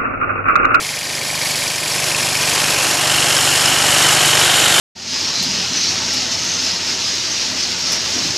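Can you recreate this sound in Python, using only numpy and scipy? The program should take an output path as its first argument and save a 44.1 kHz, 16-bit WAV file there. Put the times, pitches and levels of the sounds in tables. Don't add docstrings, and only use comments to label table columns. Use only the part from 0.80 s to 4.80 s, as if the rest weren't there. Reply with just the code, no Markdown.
import sys
import numpy as np
from scipy import signal
from scipy.fft import rfft, irfft
from scipy.io import wavfile
from scipy.ndimage import uniform_filter1d, minimum_filter1d

SR = 44100
rng = np.random.default_rng(int(sys.argv[2]) if len(sys.argv) > 2 else 0)


def pcm_store(signal):
    levels = np.round(np.clip(np.atleast_2d(signal), -1, 1) * 32767)
    wavfile.write(sys.argv[1], SR, levels.astype(np.int16).T)


N = 176400
T = np.arange(N) / SR


AIR_GULPS = [(.11, 0.085, 0.7), (.62, 0.075, 0.75)]

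def airflow(turns, floor=.36, grit=.22):
    gulps = sum(strength * np.exp(-.5 * (((turns - place + .5) % 1 - .5) / width) ** 2)
                for place, width, strength in AIR_GULPS)
    turbulence = np.sqrt(1 - grit) * rng.standard_normal(N) + np.sqrt(grit) * rattle()
    flutter = amp(.5 * drift(rate_hz=6.3))
    return turbulence * np.sqrt(floor + gulps) * flutter


# frequency in Hz, gain in dB.
ROAR_INTAKE_EQ = [(25, -28), (70, -6), (160, -0.5), (260, 0), (450, 1), (600, 2), (800, 3.5), (1100, 1),
                  (1420, -4.5), (1800, 0), (2400, -7), (3200, -2.5), (4500, -8.5), (6000, -1), (12000, -21),
                  (15000, -42)]
ROAR_GEARBOX_EQ = [(25, -26), (70, -12), (170, -10.5), (280, -5), (480, -3.5), (740, 0), (1100, -0.5),
                   (1500, 2), (2100, -2), (3100, -2.5), (3700, -5.5), (5250, -10.5), (6100, -9),
                   (7200, -7.5), (12000, -37), (15000, -58)]

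def air_roar(turns, travel):
    return amp(3) * crossfade_eq(airflow(turns), travel, ROAR_INTAKE_EQ, ROAR_GEARBOX_EQ)


# frequency in Hz, gain in dB.
HISS_INTAKE_EQ = [(100, -18), (1500, -8.5), (3300, -0.5), (3700, -0.5), (4250, 1.5), (5500, 0.5),
                  (6300, -4.5), (7250, -4.5), (7900, -1), (8600, -7.5), (9600, -3.5), (10600, -3),
                  (12400, -9.5), (13000, -18), (14200, -14), (15500, -36)]
HISS_GEARBOX_EQ = [(100, -20), (1500, -5), (3300, -4.5), (3850, -1.5), (4400, -2), (4850, -1), (5400, -2),
                   (6200, -3), (7100, 1), (7950, 0), (8500, -1), (9400, 0), (10450, -7.5), (11300, -4.5),
                   (11950, -5.5), (12900, -21), (14000, -16), (14900, -50)]

def suction_hiss(turns, travel):
    hiss = crossfade_eq(airflow(turns, floor=23, grit=.35), travel, HISS_INTAKE_EQ, HISS_GEARBOX_EQ)
    return hiss * amp(-.5 + 1.3 * drift(rate_hz=79))


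# place in turns, accent in dB at the intake and over the gearbox.
PISTON_HITS = [(.03, -8, 0), (.115, -9, 0), (.175, 3, -4), (.215, -3, 2), (.365, 3.5, -7), (.43, 2.5, -1.5),
               (.52, -14, -4), (.675, -9, 1.5)]
# time in seconds, pitch in Hz.
BRICK_RING = [(0, 2300), (.9, 2330), (1.25, 2500), (1.95, 2540), (2.3, 2940), (3.0, 2980), (4, 3060)]

def piston_knocks(turns, travel):
    hits, ring_hz = strikes(turns, travel, PISTON_HITS), curve(BRICK_RING)
    body = unit(resonate(hits, ring_hz * (1 + .01 * drift(rate_hz=40)), width_hz=280))
    crack = colour(hits, [(60, -10), (300, -1), (1500, 4), (5500, -13), (11000, -11), (13500, -47)])
    mesh = unit(resonate(airflow(turns, floor=.15, grit=.9), ring_hz, width_hz=220))
    return body + amp(-18) * crack + amp(-7) * travel * mesh


# place in turns, accent in dB at the intake and over the gearbox.
TOOTH_HITS = [(.09, -5, -4), (.18, -1, -1.5), (.55, -4, -1.5), (.62, 1, 1.5), (.69, -8, -6), (.92, -8, -6)]
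# time in seconds, pitch in Hz, relative level in dB.
TOOTH_RING = [(0, 4750, -6.5), (.8, 4650, -6.5), (1.25, 5250, -6.5), (1.7, 5220, -6), (2.2, 5300, -7),
              (2.8, 5300, -5.5), (3.3, 5370, -9), (4, 5370, -15)]

def gear_chatter(turns, travel):
    wander = np.interp(travel, [0, 1], [.04, .008])
    main = resonate(strikes(turns, travel, TOOTH_HITS),
                    curve(TOOTH_RING) * (1 + wander * drift(rate_hz=20)), width_hz=250)
    upper = resonate(strikes(turns, travel, TOOTH_HITS),
                     7050 * (1 + .5 * wander * drift(rate_hz=21)), width_hz=400)
    return amp(curve(TOOTH_RING, column=2) - 2.5) * unit(main) + amp(-10) * plastic_frame(upper)


# start in seconds, pitch in Hz, level in dB.
TOOTH_SKIPS = [(.351, 5100, -14), (.877, 5400, -12), (1.116, 5630, -13), (1.429, 5240, -19),
               (2.566, 5250, -8), (2.856, 5230, -9), (3.592, 5400, -8)]

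def gear_skips(attack_s=.001, t60_s=.025):
    out, t = np.zeros(N), T[:SR // 10]
    for start, hz, db in TOOTH_SKIPS:
        rasp = unit(uniform_filter1d(rng.standard_normal(len(t)), size=40))
        envelope = np.minimum(t / attack_s, 1) * amp(db - 60 * t / t60_s)
        out[round(start * SR):][:len(t)] += envelope * sine(hz * (1 + .04 * rasp))
    return out


# multiple of the crank speed, relative level in dB.
THUMP_HARMONICS = [(2, -16.5), (3, -15), (4, -6.5), (5, -4), (6, 1), (7, -13), (8, -14.5), (9, -19.5),
                   (11, -12), (14, -12.5)]

def air_thump(turns, place=.449):
    phase = 2 * np.pi * (turns - place)
    return unit(sum(amp(db + .3 * drift(rate_hz=6.2)) * np.cos(multiple * phase)
                    for multiple, db in THUMP_HARMONICS))


# pitch in Hz, width in Hz, relative level in dB,
# closest moment in seconds, swell time in seconds.
CAVITY_TONES = [(355, 68, -14.5, 2.8, 3.9), (606, 42, -13.5, 1.4, 3), (738, 62, -11.5, 2.4, 2),
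                (837, 39, -13, 3.2, 1.2), (1054, 84, -14.5, 1.6, 2), (1330, 220, -10.5, 3, 1.7),
                (1540, 180, -7.5, 4.1, .35), (1590, 140, -11.5, 1.2, 1.8), (1900, 350, -8.5, .3, 0.82),
                (2570, 280, -9.5, 3.1, 1.2), (3700, 200, -5, 3.9, 0.45), (4276, 200, -10, 1.5, 4.6)]

def cavities(turns):
    out = np.zeros(N)
    for hz, width_hz, db, closest_s, swell_s in CAVITY_TONES:
        nearness = np.exp(-.5 * ((T - closest_s) / swell_s) ** 2)
        out += amp(db) * nearness * unit(resonate(airflow(turns), np.full(N, hz), width_hz))
    return out


def rattle(ticks_per_s=1700, spread_db=3.5):
    ticks = amp(spread_db * np.minimum(rng.exponential(1, N), 4)) * rng.choice([-1, 1], N)
    return plastic_frame(ticks * (rng.random(N) < ticks_per_s / SR))


def plastic_frame(x):
    return unit(add_tail(x, t60_s=.052, wet_db=2.5))


# pitch in Hz, level in dB.
WHINE_TONES = [(1814, -41.5), (3326, -42), (6977, -45)]

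def suction_whine(waver_hz=4.12):
    return sum(amp(db) * np.sqrt(2) * sine(hz + waver_hz * drift(rate_hz=7)) for hz, db in WHINE_TONES)


def strikes(turns, travel, pattern, bounce_s=.0013, buzz_t60_s=.01):
    clicks, cycles = np.zeros(N), np.arange(int(turns[-1]) + 1)
    for place, intake_db, gearbox_db in pattern:
        late, force, gap = rng.standard_normal((len(cycles), 3)).T
        start = np.interp(cycles + place + .01 * late, turns, T, right=N)
        for bounce in range(3):
            at = ((start + bounce * bounce_s * np.exp(.5 * gap)) * SR).astype(int)
            at, spread_db = at[at < N], 1.1 * force[at < N]
            accent_db = intake_db + (gearbox_db - intake_db) * travel[at]
            clicks[at] += amp(accent_db + spread_db - 10 * bounce)
    decay = np.exp(-2 * np.log(1000) / (buzz_t60_s * SR))
    buzz = np.sqrt(signal.lfilter([1 - decay], [1, -decay], clicks ** 2)) * rng.standard_normal(N)
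    return clicks + amp(-6) * buzz


def amp(db):
    return 10 ** (np.asarray(db) / 20)


def unit(x):
    return x / np.sqrt(np.mean(x ** 2) + 1e-20)


def sine(hz):
    return np.sin(2 * np.pi * np.cumsum(hz) / SR)


def curve(rows, column=1):
    rows = np.array(rows)
    return np.interp(T, rows[:, 0], rows[:, column])


def drift(rate_hz):
    hz = np.fft.rfftfreq(N, 1 / SR)
    return unit(irfft(rfft(rng.standard_normal(N)) / (1 + (hz / rate_hz) ** 4), N))


def colour(x, eq):
    hz, db = np.transpose(sorted(eq))
    gain = amp(np.interp(np.log(np.fft.rfftfreq(N, 1 / SR) + 1), np.log(hz), db))
    return unit(irfft(rfft(x) * gain, N))


def crossfade_eq(x, travel, intake_eq, gearbox_eq):
    return (1 - travel) * colour(x, intake_eq) + travel * colour(x, gearbox_eq)


def resonate(x, hz, width_hz):
    carrier = np.exp(2j * np.pi * np.cumsum(hz) / SR)
    pole = np.exp(-2 * np.pi * width_hz / SR)
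    envelope = signal.lfilter([(1 - pole) ** 2], [1, -2 * pole, pole * pole], x / carrier + 1e-18)
    return 2 * (carrier * envelope).real


def add_tail(x, t60_s, wet_db):
    t = T[:SR // 2]
    tail = rng.standard_normal(len(t)) * np.exp(-np.log(1000) * t / t60_s)
    wet = signal.fftconvolve(x, tail / np.linalg.norm(tail))[:N]
    return (x + amp(wet_db) * wet) / np.hypot(1, amp(wet_db))


# time in seconds, speed in turns per second.
CRANK_SPEED = [(0.0, 24.12), (0.4, 25.08), (0.7, 24.22), (1.0, 25.06), (1.3, 24.29), (1.6, 24.29),
               (1.9, 23.99), (2.15, 23.89), (2.4, 24.17), (2.65, 24.01), (2.9, 24.24), (3.3, 24.69),
               (3.65, 24.23), (4.0, 24.7)]
# time in seconds, position from 0 (intake) to 1 (gearbox).
MIC_PATH = [(0, 0.), (.7, 0), (1.4, 0.23), (2.0, 0.48), (2.5, 0.85), (4, 0.94)]
# time in seconds, then gain in dB for thump, roar, knocks and treble.
FADERS = [(0.0, -41, -33, -28.5, -25.5), (0.22, -43, -31.5, -28.5, -26.0), (0.45, -38.5, -31.5, -27, -24.5),
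          (0.66, -36.0, -29.5, -26.5, -21.5), (1.0, -39.5, -30.5, -26.5, -23), (1.22, -36, -26.5, -23, -21),
          (1.52, -33.5, -26.5, -23, -19.5), (1.72, -33, -24, -20.5, -19.5), (1.97, -34, -24, -20, -20.5),
          (2.08, -37, -23, -21, -18), (2.18, -34.5, -24.5, -22.5, -20), (2.33, -30.5, -22, -17, -18.5),
          (2.65, -32, -22.5, -19.5, -17.5), (2.86, -32, -22, -18.5, -17.5), (3.0, -32, -21.5, -19, -18.5),
          (3.25, -29.5, -19.5, -17, -16.5), (3.65, -31, -19.5, -16.5, -17), (4.0, -33, -19, -16.5, -15.5)]

def scene():
    turns, travel = np.cumsum(curve(CRANK_SPEED)) / SR, curve(MIC_PATH)
    thump = amp(curve(FADERS, column=1) - .15) * air_thump(turns)
    air, hiss = air_roar(turns, travel), suction_hiss(turns, travel)
    roar = amp(curve(FADERS, column=2)) * (air + cavities(turns))
    knocks = amp(curve(FADERS, column=3) - 4) * piston_knocks(turns, travel)
    treble = amp(curve(FADERS, column=4)) * (hiss + gear_chatter(turns, travel))
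    whine = suction_whine()
    in_room = add_tail(roar + knocks + treble + gear_skips(), t60_s=.16, wet_db=-18)
    mono = thump + whine + in_room
    return np.array([mono, mono])


def record(dry, ceiling=.85, window_s=.003, cutoff_hz=15600):
    size = int(window_s * SR)
    needed = ceiling / np.maximum(abs(dry).max(0), ceiling)
    gain = uniform_filter1d(minimum_filter1d(needed, size), size)
    lowpass = signal.firwin(511, cutoff_hz, window=("kaiser", 9), fs=SR)
    return signal.oaconvolve(dry * gain, lowpass[None], "same")


dry = scene()
out = record(dry)
pcm_store(out)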